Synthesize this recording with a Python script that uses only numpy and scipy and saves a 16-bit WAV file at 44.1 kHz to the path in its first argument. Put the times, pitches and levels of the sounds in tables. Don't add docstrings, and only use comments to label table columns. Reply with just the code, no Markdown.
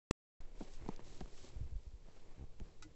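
import sys
import numpy as np
from scipy import signal
from scipy.fft import rfft
from scipy.io import wavfile

SR = 44100
rng = np.random.default_rng(int(sys.argv[2]) if len(sys.argv) > 2 else 0)


def digitize_waveform(pressure):
    field = np.atleast_2d(pressure).T
    bounded = np.clip(field, -1, 1)
    quanta = np.round(bounded * 32767).astype(np.int16)
    wavfile.write(sys.argv[1], SR, quanta)


N = 130095
TIME = np.arange(N) / SR


def from_db(db):
    return 10 ** (np.asarray(db) / 20)


def rms_one(x):
    return x / np.sqrt(np.mean(x ** 2) + 1e-20)


def fader(points):
    return from_db(np.interp(TIME, *np.transpose(points)))


def filtered(x, hz, kind, order=2):
    return signal.sosfilt(signal.butter(order, hz, kind, fs=SR, output="sos"), x + 1e-18)


def resonance(x, hz, q):
    return signal.lfilter(*signal.iirpeak(hz, q, fs=SR), x)


def steep_cut(x, hz):
    taps = signal.firwin(301, hz, window=("kaiser", 8), fs=SR)
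    return signal.fftconvolve(x, taps[None], mode="same")


def coloured(x, eq):
    hz, db = np.transpose(eq)
    freqs = np.maximum(np.arange(N // 2 + 1) * SR / N, 1)
    gain = from_db(np.interp(np.log(freqs), np.log(hz), db))
    gain /= np.sqrt(1 + (hz[0] / 2 / freqs) ** 4)
    return rms_one(np.fft.irfft(rfft(x) * gain, N))


def drift(hz):
    return rms_one(filtered(rng.standard_normal(N + SR), hz, "low")[SR:])


def age(start_s):
    return np.maximum(TIME - start_s, 0)


def ring(start_s, hz, t60_s):
    t = age(start_s)
    return np.sin(2 * np.pi * hz * t) * np.exp(-np.minimum(np.log(1000) * t / t60_s, 20))


def burst(start_s, decay_s):
    return rng.standard_normal(N) * (TIME >= start_s) * np.exp(-np.minimum(age(start_s) / decay_s, 20))


def cabin(hiss_db=-74.5, hollow_db=-78.5):
    # freq_hz, gain_db
    eq = [(100, 0.5), (250, -5), (400, -3), (500, -12), (620, -16.5), (1000, -12), (1500, -20), (4000, -20),
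          (8000, -30)]
    hollow = rms_one(resonance(rng.standard_normal(N), hz=459, q=8.3))
    hiss = coloured(rng.standard_normal(N), eq)
    return from_db(hiss_db) * hiss + from_db(hollow_db) * hollow


def handling(sway_db=-41, fade_db_per_s=4.5):
    # time_s, level_db
    envelope = [(.41, -72.5), (.5, -69), (.76, -67), (.82, -63), (.95, -70), (1.08, -58.5), (1.3, -68.5),
                (1.52, -60), (1.72, -62), (1.95, -69.5), (2.05, -68.5), (2.35, -68), (2.52, -66.5),
                (2.64, -59.5), (2.77, -68), (2.87, -55.5), (2.95, -69)]
    # freq_hz, gain_db
    eq = [(40, 6.5), (70, 2.5), (140, -0.5), (220, -15), (400, -28.5), (1000, -59.5)]
    sway = filtered(drift(hz=13), 5.57, "high")
    sway = rms_one(filtered(sway, 28, "low", order=3))
    rumble = fader(envelope) * coloured(rng.standard_normal(N), eq)
    return from_db(sway_db - fade_db_per_s * TIME) * sway + rumble


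def sleeve(creases_per_s=430, crease_db=-9, spread_db=7.5, gain_db=0.5):
    # time_s, level_db
    envelope = [(.41, -81), (.45, -93), (.55, -83), (.605, -66.5), (.68, -72.5), (.75, -64.5), (.81, -80),
                (.86, -76.5), (.93, -76.5), (1.02, -84), (1.048, -67.5), (1.09, -66.5), (1.18, -67.5),
                (1.26, -75), (1.4, -64), (1.47, -65), (1.53, -74.5), (1.66, -80), (1.85, -78.5), (2.0, -84),
                (2.16, -76.5), (2.5, -87), (2.68, -78), (2.95, -83)]
    # freq_hz, gain_db
    eq = [(300, 0.5), (700, -2), (1300, -2), (2200, -1), (4000, 2.5), (5500, -1), (7200, -3.5), (9000, -2)]
    creases = (rng.random(N) < creases_per_s / SR) * rng.choice([-1, 1], N)
    strength = from_db(spread_db * np.minimum(rng.exponential(1, N), 4))
    friction = rng.standard_normal(N) + from_db(crease_db) * rms_one(creases * strength)
    return from_db(gain_db) * fader(envelope) * coloured(friction, eq)


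def rubbing(grain_db=2.5, flutter_hz=45):
    # time_s, level_db
    envelope = [(.41, -70.5), (.52, -69), (.66, -61.5), (.77, -72), (.86, -60), (.95, -66), (1.07, -64),
                (1.3, -66.5), (1.44, -65), (1.58, -66.5), (1.74, -73.5), (1.97, -76), (2.1, -69.5),
                (2.36, -69), (2.52, -75.5), (2.66, -69.5), (2.79, -74), (2.95, -74.5)]
    # freq_hz, gain_db
    eq = [(130, -2.5), (220, -2.5), (420, 0.5), (650, -5.5), (1000, -11.5), (1500, -18.5), (2200, -15),
          (4000, -29), (8000, -31.5)]
    friction = rng.standard_normal(N) * from_db(grain_db * drift(flutter_hz))
    return fader(envelope) * coloured(friction, eq)


def brushes(grain_db=3, flutter_hz=90):
    # centre_s, half_width_s, level_db
    strokes = [(0.399, 0.028, -69.5), (0.806, 0.024, -68.5), (0.932, 0.015, -65), (0.991, 0.0082, -67),
               (2.102, 0.027, -78.5), (2.18, 0.024, -74), (2.355, 0.058, -76.5), (2.666, 0.03, -74.5)]
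    # freq_hz, gain_db
    eq = [(600, 3), (1100, 1), (2100, -3), (3000, -10), (4500, -14), (8000, -26)]
    swells = sum(from_db(db) * np.exp(-.5 * ((TIME - centre_s) / half_width_s) ** 2)
                 for centre_s, half_width_s, db in strokes)
    friction = rng.standard_normal(N) * from_db(grain_db * drift(flutter_hz))
    return swells * coloured(friction, eq)


def bumps(attack_s=0.0032, t60_s=0.092):
    # start_s, level_db, pitch_hz
    thumps = [(.81, -43, 95.5), (0.824, -38.5, 60), (.865, -42, 55), (1.224, -35, 40), (1.559, -33, 60),
              (1.608, -30, 87.6), (1.624, -31.5, 71.5), (1.654, -39, 63), (1.722, -33.5, 65),
              (1.755, -28, 44), (1.867, -36.5, 53.6), (1.936, -38, 51), (2.613, -36, 49)]
    return sum(from_db(db) * ring(start_s, hz, t60_s) * (1 - np.exp(-age(start_s) / attack_s))
               for start_s, db, hz in thumps)


def trim(start_s, pitch_ratio, length_ratio):
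    # pitch_hz, gain_db, t60_s
    modes = [(207, -2.5, 0.051), (285.6, -1, 0.029), (427, -5, 0.031), (730, -13, 0.028), (883, -5, .022),
             (1940, -8.5, 0.0057)]
    panel = sum(from_db(db) * ring(start_s, hz * pitch_ratio, t60_s * length_ratio)
                for hz, db, t60_s in modes)
    return filtered(panel, 165, "high")


def knocks(crunch_db=-7, crunch_s=0.0044):
    # start_s, level_db, cutoff_hz, pitch_ratio, length_ratio
    blows = [(0.6079, -41, 1500, 0.73, 1.35), (.6112, -36, 630, 1.02, 0.81), (0.6208, -48.5, 870, 0.86, 3),
             (0.8222, -55, 1490, 1.3, 0.52), (.862, -42.5, 1700, 1, 0.49), (0.886, -44.5, 1400, 0.54, 0.77),
             (.889, -29.5, 1070, 0.985, 0.85), (0.9941, -43.5, 1520, 1.0, 0.33),
             (1.003, -63, 700, 1.5, 0.68), (1.2102, -37.5, 1200, 0.84, 1.33),
             (1.259, -49.5, 2350, 1.3, 0.3), (1.444, -49, 790, 1.26, 1.1), (2.085, -52, 2200, 0.71, 0.84),
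             (2.602, -47.5, 600, 0.94, 1.55), (2.611, -44, 496, 0.77, 1.26)]
    mix = np.zeros(N)
    for start_s, db, cutoff_hz, pitch_ratio, length_ratio in blows:
        body = trim(start_s, pitch_ratio, length_ratio)
        crunch = from_db(crunch_db) * burst(start_s, crunch_s * length_ratio)
        mix += from_db(db) * filtered(body + crunch, cutoff_hz, "low")
    return mix


def judder(body_db=-13, cutoff_hz=590):
    # start_s, level_db
    slips = [(2.3811, -43.5), (2.395, -43.5), (2.4102, -38.5), (2.425, -38.5), (2.4391, -38.5),
             (2.456, -52)]
    mix = np.zeros(N)
    for start_s, db in slips:
        spring = 2 * ring(start_s, hz=92, t60_s=0.019)
        body = from_db(body_db) * trim(start_s, pitch_ratio=0.83, length_ratio=1)
        mix -= from_db(db) * (spring + body)
    return filtered(mix, cutoff_hz, "low")


def ticks(low_hz=600, high_hz=5300):
    # start_s, level_db, decay_s
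    contacts = [(.409, -67, 0.0042), (.8079, -70, .002), (.881, -61, 0.0042), (.889, -56, 0.002),
                (.935, -67.5, 0.012), (.9625, -53.5, .0011), (1.2068, -43.5, 0.0004), (1.211, -62, 0.0036),
                (1.2586, -57, 0.00054), (1.378, -60.5, 0.0026), (2.196, -71, 0.007),
                (2.5995, -54.5, 0.0012)]
    snaps = sum(from_db(db) * burst(start_s, decay_s) for start_s, db, decay_s in contacts)
    return 2 * filtered(snaps, [low_hz, high_hz], "band")


def buckle(start_s=2.824, ring_db=-58, crack_db=-57.5, stalk_db=-54.5, stalk_hz=308):
    # pitch_hz, gain_db, t60_s
    modes = [(870, -6, 0.076), (1287, 5.5, 0.041), (1448, 0.5, 0.1), (2004, -2, 0.11), (2520, -2.5, 0.054),
             (3871, -1, 0.06), (4770, -15, 0.068), (5800, -12, .06), (6191, -36, 0.1), (7000, -27, 0.052)]
    ringing = sum(from_db(db) * ring(start_s, hz, t60_s) * (-1) ** k
                  for k, (hz, db, t60_s) in enumerate(modes))
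    crack = 2 * filtered(burst(start_s, decay_s=0.012), [1200, 8000], "band")
    t = age(start_s)
    swell = np.exp(-.5 * ((t - 0.039) / 0.012) ** 2)
    hum = np.sin(2 * np.pi * stalk_hz * t) * swell
    return from_db(ring_db) * ringing + from_db(crack_db) * crack + from_db(stalk_db) * hum


def scene():
    bed = cabin() + handling()
    friction = sleeve() + rubbing() + brushes()
    contacts = bumps() + knocks() + judder() + ticks() + buckle()
    return (bed + friction + contacts)[None]


def record(dry):
    pop_s, pop_length_s, pop_db = 0.11, 0.0013, -21
    open_s, fade_in_s, lift_db = 0.4035, 0.00326, 5.5
    pop = -from_db(pop_db) * ((TIME >= pop_s) & (TIME < pop_s + pop_length_s))
    gate = np.minimum(age(open_s) / fade_in_s, 1)
    mic = steep_cut(dry * gate, hz=7920) + pop
    lift = (from_db(lift_db) - 1) * resonance(mic, hz=7500, q=1.6)
    return steep_cut(mic + lift, hz=8330)


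dry = scene()
out = record(dry)
digitize_waveform(out)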